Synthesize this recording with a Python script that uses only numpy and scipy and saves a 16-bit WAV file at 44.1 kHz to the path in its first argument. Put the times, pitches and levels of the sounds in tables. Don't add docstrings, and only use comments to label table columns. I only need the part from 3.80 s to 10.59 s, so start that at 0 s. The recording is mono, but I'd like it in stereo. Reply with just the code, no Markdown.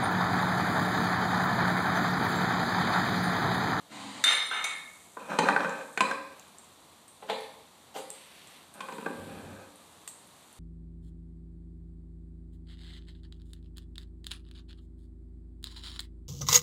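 import sys
import numpy as np
from scipy import signal
from scipy.fft import rfft, irfft, next_fast_len
from scipy.io import wavfile
from scipy.ndimage import uniform_filter1d

SR = 44100
rng = np.random.default_rng(int(sys.argv[2]) if len(sys.argv) > 2 else 0)


def unload_wav(signal):
    wavfile.write(
        sys.argv[1],
        SR,
        np.round(np.clip(np.atleast_2d(signal).T, -1, 1) * 32767).astype(np.int16),
    )


N = 299423
T = np.arange(N) / SR

# freq_hz, density_db_per_hz
AIR_COLOUR = [(18, -55), (30, -36), (87, -6), (128, -9), (157, -4), (378, -5.5), (651, -2.5), (1120, -1),
              (1530, -10), (1700, -9.5), (2500, -12.5), (2990, -10.5), (3680, -6), (8210, -16.5),
              (14500, -22)]
# time_s, level_db
HISS_LEVEL = [(0.0, -65), (0.5, -67), (0.76, -55), (1.5, -57), (1.9, -58), (2.29, -55), (2.42, -60),
              (3.0, -62), (4.95, -64.5), (5.12, -54.5), (6.0, -62.5), (6.79, -59.5)]
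# start_s, length_s, level_db
FROTH_SWELLS = [(2.48, 0.12, -60), (3.475, 0.15, -50), (4.208, 0.56, -55), (4.908, 0.68, -57)]
# freq_hz, t60_s
ROOM_T60 = [(100, 0.63), (500, 0.68), (2000, 0.66), (6000, 0.63), (14000, 0.3)]
# freq_hz, left_minus_right_db
PORT_BALANCE = [(60, 18), (110, 11.5), (200, 14.5), (380, 8.5), (700, -3), (1290, 1), (2380, 0),
                (4400, -0.5), (8120, 0), (15000, 5)]
# freq_hz, density_db_per_hz
SLIDE_COLOUR = [(35, -46), (60, 13.5), (160, -11.5), (234, -3.5), (418, -19), (780, -3.5), (1270, -7.5),
                (1600, -10.5), (4020, -11.5), (5060, -13.5), (9020, -20), (13700, -40), (15000, -62)]
# start_s, peak_db, favoured_mode_hz, bass_share_db, treble_share_db, left_minus_right_db (held to +-8)
VESSEL_BLOWS = [(0.4391, -4, 3614, -28.5, -5.5, -0.5), (0.7103, -25, 1553, -11, -27, 9),
                (0.7311, -23, 3654, -7, -40, 5), (0.841, -18, 2220, -7, 2, 17)]
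BLOCK_BLOWS = [(3.42, -34, 834, -19, -23, 0.0), (3.495, -17, 805, -17, -13, -0.5),
               (4.153, -27, 822, -11, -18.5, 0.0)]
PAN_BLOWS = [(1.368, -26, 980, -20.5, -34, 0), (1.516, -22, 924, -35.5, -32, 2),
             (1.587, -5, 883, -9, -12, 0), (1.686, -7, 943, -38, -26.5, 5),
             (1.762, -10, 1545, -23, -28.5, -0.5), (1.803, -17, 895, -49, -26, 0),
             (1.845, -13.5, 1572, -19, -30, -1), (2.174, -14, 1532, -20.5, -13, -1),
             (2.206, -6, 1020, -21.5, -15, -2.5), (2.31, -20, 1607, -31.5, -21.5, 8),
             (5.004, -24.5, 1070, -16, -9, -1), (5.084, -28.5, 1014, -29, -24, -1),
             (5.121, -31, 960, -3, -8, -3), (5.18, -30, 976, -8, -19, -6),
             (5.26, -18, 1584, -16, -29, -3.5)]
# freq_hz, width_hz, level_db
VESSEL_MODES = [(760, 143, -20.5), (1210, 30, -4.5), (1402, 150, -9), (1585, 67, -7.5), (1750, 79, -8.5),
                (1880, 53, -7.5), (2132, 50, 0.5), (2275, 59, -5), (2480, 43, -7.5), (2827, 110, -2.5),
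                (3190, 140, -7), (3606, 14, -2), (3676, 25, 2), (3718, 22, 7), (4040, 65, -14),
                (4120, 41, -1), (5160, 68, -7), (6097, 53, 5), (6150, 110, -4), (6480, 51, -9.5),
                (7550, 46, -4), (9084, 27, 2), (9025, 62, -4.5), (9500, 24, -32), (10170, 38, -25),
                (11940, 50, -18), (12300, 50, -20), (12600, 51, -30), (13200, 60, -29)]
BLOCK_MODES = [(246, 30, -34), (320, 35, -7), (437.5, 13, 7), (523, 25, 6), (654, 52, 2), (776, 26, 6.5),
               (1094, 61, -5), (1480, 340, 0.5), (2180, 190, -36), (2810, 93, 4.5), (3500, 150, -37),
               (4380, 270, -14)]
PAN_MODES = [(170.5, 6, -10.5), (236.3, 16.3, -13), (292.3, 3.2, -13.5), (465, 16, -8), (545.4, 15, -5.5),
             (637, 2.9, -11.5), (797, 31, -8), (901, 27, -6), (1004, 54, -16.5), (1160, 17.6, -5),
             (1232, 98, -11), (1461, 59, -5.5), (1551, 22, -2), (1805, 190, -12), (2090, 16, -34),
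             (2464, 125, -8.5), (3203, 20, -24), (3510, 85, -20), (4030, 45, -23), (5310, 350, -20),
             (6315, 120, -30), (7400, 200, -41)]
# freq_hz, density_db_per_hz
VESSEL_CRACK = [(180, -68), (300, -21.5), (1230, 2), (3120, -10), (3610, 5.5), (4620, -11), (6840, -17),
                (9180, -18.5), (13400, -33.5), (15000, -42)]
BLOCK_CRACK = [(59, -51), (100, -14), (814, 5), (1210, -7), (2990, -5.5), (4640, -12.5), (5150, -23),
               (9460, -28), (13200, -36), (15000, -51)]
PAN_CRACK = [(59, -40), (100, -21.5), (633, -0.5), (962, -4.5), (2000, -7), (2470, -14), (2990, -14.5),
             (8520, -24), (13500, -44), (15000, -57)]
# start_s, length_s, level_db, upper_over_lower_modes_db, favoured_mode_hz
VESSEL_STROKES = [(0.44, 0.087, -30.5, 0, 3600), (0.55, 0.11, -45.5, -3, 3400),
                  (0.705, 0.096, -37, -11.5, 1330), (0.835, 0.013, -35.5, -3, 2430),
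                  (0.88, 0.071, -50.5, -6, 2300)]
BLOCK_STROKES = [(3.47, 0.051, -39, -17, 452), (4.13, 0.05, -46, 1, 790)]
PAN_STROKES = [(1.36, 0.1, -58.5, 8, 937), (1.465, .075, -41.5, 3.5, 905), (1.6, .1, -36, 2, 884),
               (1.77, 0.072, -45.5, 7, 905), (1.86, 0.15, -53, 7.5, 1510), (2.2, 0.1, -44.5, 1, 1080),
               (4.92, 0.13, -55.5, 0.5, 1590), (5.05, 0.048, -55, 2, 975), (5.17, 0.11, -54.5, 2, 1000),
               (5.27, 0.22, -53, -11.5, 1550), (5.46, 0.37, -56.5, -0.5, 1634)]
# start_s, peak_db, ring_hz, left_minus_right_db (held to +-8), steam_db
SEED_POPS = [(1.893, -28, 7230, -7, -16), (2.1274, -37, 8580, -8, -23), (2.5948, -31, 6740, 7, -24),
             (2.6792, -40, 9300, 7, -22), (2.7834, -29, 7900, 8, -25), (2.842, -39, 7250, -4, -22),
             (3.2795, -29, 8840, -1, -21), (3.606, -35, 9810, 9, -24), (4.302, -18.5, 8300, 13, -35),
             (4.672, -34, 8160, 8, -19), (4.9387, -32.5, 9000, 8, -9), (5.957, -36.5, 9200, 10, -24),
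             (6.123, -41, 8900, 9, -22), (6.276, -21, 8180, 10, -12), (6.4721, -41, 9200, 10, -18),
             (6.727, -35, 9440, 8, -23)]

AIR_DB = -55
FROTH_HZ, FROTH_WIDTH_HZ = 2780, 4700
FROTH_FLOOR_DB, FROTH_ATTACK_S, FROTH_RELEASE_S = -64.5, 0.13, 0.056
RUMBLE_HZ, RUMBLE_WIDTH_HZ = 96, 15
RUMBLE_S, RUMBLE_LENGTH_S, RUMBLE_DB = 5.31, 0.43, -51.5
RUMBLE_ATTACK_S, RUMBLE_RELEASE_S = 0.092, 0.08
SLIDE_S, SLIDE_LENGTH_S, SLIDE_DB = 0.0795, 0.336, -46
SLIDE_ATTACK_S, SLIDE_RELEASE_S = 0.034, 0.021
SLIDE_HZ, SLIDE_SAG_HZ_PER_S = 308, 150
SOFTENING = 0.4
POP_CLICK_DB = -9.5
NOTCH_HZ, NOTCH_WIDTH_HZ, NOTCH_DEPTH = 5165, 1100, 0.55
PORT_LAG_S = 0.00005
FADE_HZ, FADE_DB, TOP_HZ = 14350, -32, 15600


def undb(db):
    return 10 ** (np.asarray(db) / 20)


def level(x, db):
    return x * undb(db) / np.sqrt(np.mean(x ** 2))


def read(table, hz):
    freq_hz, value = np.transpose(table)
    return np.interp(np.log(np.maximum(hz, 1)), np.log(freq_hz), value)


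def curve(table):
    return undb(np.interp(T, *np.transpose(table)))


def colour(x, gain):
    size = next_fast_len(N + SR)
    return irfft(rfft(x, size) * gain(np.fft.rfftfreq(size, 1 / SR)), size)[..., :N]


def resonance(hz, centre_hz, width_hz):
    return 1j * hz * width_hz / (centre_hz ** 2 - hz ** 2 + 1j * hz * width_hz)


def walk(rate_hz):
    k = int(SR / rate_hz)
    steps = np.repeat(rng.standard_normal(N // k + 1), k)
    return uniform_filter1d(uniform_filter1d(steps, k), k)[:N]


def pair(split_hz, size):
    both, left, right = rfft(rng.standard_normal((3, size)))
    share = 1 / (1 + (np.fft.rfftfreq(size, 1 / SR) / split_hz) ** 2)
    return irfft(np.sqrt(share) * both + np.sqrt(1 - share) * np.array([left, right]), size)


def grit(rate_hz, spread_db, channels):
    chance = rng.random((3, channels, N))
    size = np.minimum(-np.log(1 - chance[1]), 3.5)
    return (chance[0] < rate_hz / SR) * undb(spread_db * size) * np.sign(chance[2] - 0.5)


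def swell(start_s, length_s, db, attack_s, release_s):
    rise = np.clip((T - start_s) / attack_s, 0, 1) ** 2
    return undb(db) * rise * np.exp(-np.maximum(T - start_s - length_s, 0) / release_s)


def add(out, start_s, sound, peak_db, pan_db):
    i, pan_db = int(start_s * SR), np.clip(pan_db, -8, 8)
    sound = sound[..., :N - i] / np.abs(sound).max()
    out[:, i:i + sound.shape[-1]] += sound * undb(peak_db + np.array([[pan_db], [-pan_db]]) / 2)


def room(onset_s):
    noise, t, tail = pair(615, SR), T[:SR], 0
    for hz in 62.5 * 2.0 ** np.arange(9):
        edges_hz = [hz / np.sqrt(2), min(hz * np.sqrt(2), 0.49 * SR)]
        band = signal.sosfilt(signal.butter(2, edges_hz, "band", fs=SR, output="sos"), noise)
        tail = tail + band * np.exp(-np.log(1000) * t / read(ROOM_T60, hz))
    tail = tail * np.clip(t / onset_s, 0, 1)
    return tail / np.sqrt((tail ** 2).sum(axis=1, keepdims=True))


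def kitchen_air():
    air = colour(pair(360, N), lambda f: undb(read(AIR_COLOUR, f)))
    return level(air, AIR_DB) * undb(0.66 * walk(7.7))


def froth_and_hiss():
    grains = grit(4000, 4.1, channels=2)
    froth = level(colour(grains, lambda f: resonance(f, FROTH_HZ, FROTH_WIDTH_HZ) ** 2), 0)
    swells = sum(swell(*row, FROTH_ATTACK_S, FROTH_RELEASE_S) for row in FROTH_SWELLS)
    froth = froth * (undb(FROTH_FLOOR_DB) + swells)
    grains = grains + undb(14) * grit(25, 2.5, channels=1)
    hiss = level(colour(grains, lambda f: resonance(f, 7700, 3700) ** 2), 0)
    return froth + hiss * curve(HISS_LEVEL) * undb(1.1 * walk(4.62))


def rumble():
    turns = RUMBLE_HZ * np.cumsum(1 + 0.019 * walk(19)) / SR
    hum = level(np.sin(2 * np.pi * turns) * undb(1.8 * walk(17)), -5.5)

    def shape(f):
        low = resonance(f, RUMBLE_HZ, RUMBLE_WIDTH_HZ) + undb(-28) * resonance(f, 47, 40)
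        return low + undb(4) * resonance(f, 186, 115)

    noise = level(colour(rng.standard_normal(N), shape), 0.5)
    envelope = swell(RUMBLE_S, RUMBLE_LENGTH_S, RUMBLE_DB, RUMBLE_ATTACK_S, RUMBLE_RELEASE_S)
    return envelope * (hum + noise)


def slide():
    note_hz = SLIDE_HZ - SLIDE_SAG_HZ_PER_S * np.clip(T - SLIDE_S, 0, SLIDE_LENGTH_S)
    phase = 2 * np.pi * np.cumsum(note_hz) / SR
    note = level(walk(87.7) * np.cos(phase) + walk(89) * np.sin(phase), -15)
    hiss = level(colour(rng.standard_normal(N), lambda f: undb(read(SLIDE_COLOUR, f))), 0)
    envelope = swell(SLIDE_S, SLIDE_LENGTH_S, SLIDE_DB, SLIDE_ATTACK_S, SLIDE_RELEASE_S)
    return envelope * (hiss * undb(1.8 * walk(27.6)) + note)


def blows(hits, modes, crack_colour, knee_hz, favour_db, contact_ms_at_0db,
          clank_db, clank_s, crack_db, crack_s):
    out, t = np.zeros((2, N)), T[:SR // 2]
    hz, width_hz, mode_db = np.transpose(modes)[:, :, None]
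    f = np.fft.rfftfreq(len(t), 1 / SR)[1:]
    usual_bass_db, usual_treble_db = np.mean(hits, axis=0)[3:5]
    for start_s, peak_db, favour_hz, bass_db, treble_db, pan_db in hits:
        def tilt(f):
            bass = (bass_db - usual_bass_db) * np.clip(np.log2(knee_hz / f / 2), 0, 1)
            return bass + (treble_db - usual_treble_db) * np.clip(np.log2(f / knee_hz), 0, 1)

        chance = rng.standard_normal((3, len(modes), 1))
        mix_db = mode_db + tilt(hz) + 2.0 * chance[0]
        mix_db = mix_db + favour_db * np.exp(-(np.log(hz / favour_hz) / 0.04) ** 2)
        skew = chance[2] * np.minimum(hz / 1500, 1) * np.array([0.5, -0.5])[:, None, None]
        phase = 2 * np.pi * (hz * t + chance[1]) + skew
        decay = np.exp(-np.pi * width_hz * t)
        ring = (undb(mix_db) * width_hz * decay * np.sin(phase)).sum(axis=1)
        clank = undb(clank_db) * np.exp(-t / clank_s) * (1 - np.exp(-t / 0.0037))
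        clank = clank * np.sin(2 * np.pi * favour_hz * t)
        spectrum = rfft(pair(1820, len(t)))[:, 1:] * undb(read(crack_colour, f) + tilt(f))
        crack = irfft(np.pad(spectrum, ((0, 0), (1, 0))), len(t))
        crack = level(crack, crack_db) * np.exp(-t / crack_s)
        contact_ms = contact_ms_at_0db * undb(-SOFTENING * peak_db)
        rise = 1 - np.exp(-(1000 * t / contact_ms) ** 2)
        add(out, start_s, rise * (ring / np.abs(ring).max() + clank + crack), peak_db, pan_db)
    return out


def rubbing(strokes, modes, bare_colour, attack_s, release_s, split_hz, rate_hz, spread_db,
            bare_db, spot_q, spot_db):
    out, catches = 0, grit(rate_hz, spread_db, channels=1)

    def body(f):
        gain = undb(bare_db + read(bare_colour, f))
        for k, (hz, width_hz, db) in enumerate(modes):
            gain = gain + (-1) ** k * undb(db) * resonance(f, hz, width_hz)
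        return gain

    def lower(f):
        return body(f) / (1 + (f / split_hz) ** 4)

    def upper(f):
        return body(f) - lower(f)

    for is_upper, part in enumerate((lower, upper)):
        rms = np.sqrt(np.mean(colour(catches, part) ** 2))
        push = sum(swell(start_s, length_s, db + is_upper * upper_db, attack_s, release_s)
                   for start_s, length_s, db, upper_db, _ in strokes)
        out = out + colour(catches * push / rms, part)
    for start_s, length_s, db, upper_db, favour_hz in strokes:
        spot = level(signal.lfilter(*signal.iirpeak(favour_hz, spot_q, SR), catches), spot_db)
        out = out + spot * swell(start_s, length_s, db + upper_db, attack_s, release_s)
    return out


def vessel():
    struck = blows(VESSEL_BLOWS, VESSEL_MODES, VESSEL_CRACK, knee_hz=3120, favour_db=17.0,
                   contact_ms_at_0db=0.66, clank_db=-1.5, clank_s=0.023, crack_db=0.43, crack_s=0.0048)
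    rubbed = rubbing(VESSEL_STROKES, VESSEL_MODES, VESSEL_CRACK, attack_s=0.009, release_s=0.029,
                     split_hz=2460, rate_hz=1500, spread_db=1.3, bare_db=-18.0, spot_q=39, spot_db=-4)
    return struck + rubbed


def block():
    struck = blows(BLOCK_BLOWS, BLOCK_MODES, BLOCK_CRACK, knee_hz=1200, favour_db=8.3,
                   contact_ms_at_0db=1.4, clank_db=-8, clank_s=0.0081, crack_db=-8, crack_s=0.011)
    rubbed = rubbing(BLOCK_STROKES, BLOCK_MODES, BLOCK_CRACK, attack_s=0.021, release_s=0.021,
                     split_hz=5300, rate_hz=3000, spread_db=1.0, bare_db=-4, spot_q=14, spot_db=-1.5)
    return struck + rubbed


def pan():
    struck = blows(PAN_BLOWS, PAN_MODES, PAN_CRACK, knee_hz=1410, favour_db=5.3,
                   contact_ms_at_0db=0.8, clank_db=-1.0, clank_s=0.0049, crack_db=-8.0, crack_s=0.0039)
    rubbed = rubbing(PAN_STROKES, PAN_MODES, PAN_CRACK, attack_s=0.035, release_s=0.031,
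                     split_hz=574, rate_hz=1500, spread_db=0.57, bare_db=-11.5, spot_q=29, spot_db=-6)
    return struck + rubbed


def pops():
    out, t = np.zeros((2, N)), T[:SR // 4]
    for start_s, peak_db, ring_hz, pan_db, steam_db in SEED_POPS:
        noise = rng.standard_normal((2, len(t)))
        click = undb(POP_CLICK_DB) * noise[0] * np.exp(-t / 0.0003)
        ring = np.sin(2 * np.pi * ring_hz * t) * np.e * t / 0.00014 * np.exp(-t / 0.00017)
        steam = signal.lfilter(*signal.iirpeak(ring_hz, 2.5, SR), noise[1])
        steam = undb(steam_db) * steam * np.exp(-t / 0.018) * np.clip(t / 0.0038, 0, 1)

        def later(lag_s):
            return np.pad(click + ring, (int(lag_s * SR), 0))[:len(t)]

        burst = undb(-11) * later(0) + later(0.0015) + undb(-3.5) * later(0.0026)
        add(out, start_s, burst + steam, peak_db, pan_db)
    return out


def scene():
    far, steel, dull, knocks, seeds = slide(), vessel(), block(), pan(), pops()
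    near = far + steel + dull + knocks + seeds
    send = undb(6.0) * far + undb(3.0) * steel + undb(2.5) * dull + undb(1.0) * knocks + undb(-5.0) * seeds
    heard = near + signal.fftconvolve(send.mean(axis=0)[None], room(onset_s=0.0028))[:, :N]
    heard = signal.sosfilt(signal.butter(6, 140, "high", fs=SR, output="sos"), heard)
    return heard + rumble() + froth_and_hiss() + kitchen_air()


def record(dry):
    def response(f):
        notch = 1 - min(NOTCH_DEPTH, 1) * resonance(f, NOTCH_HZ, NOTCH_WIDTH_HZ)
        fade = undb(FADE_DB * np.clip((f - FADE_HZ) / 150, 0, 1))
        balance = undb(np.array([[0.5], [-0.5]]) * read(PORT_BALANCE, f))
        lag = np.exp(-2j * np.pi * f * PORT_LAG_S * np.array([[0], [1]]))
        return balance * lag * fade * notch

    cut = signal.ellip(8, 0.2, 60, TOP_HZ, fs=SR, output="sos")
    return signal.sosfilt(cut, colour(dry, response))


dry = scene()
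out = record(dry)
unload_wav(out)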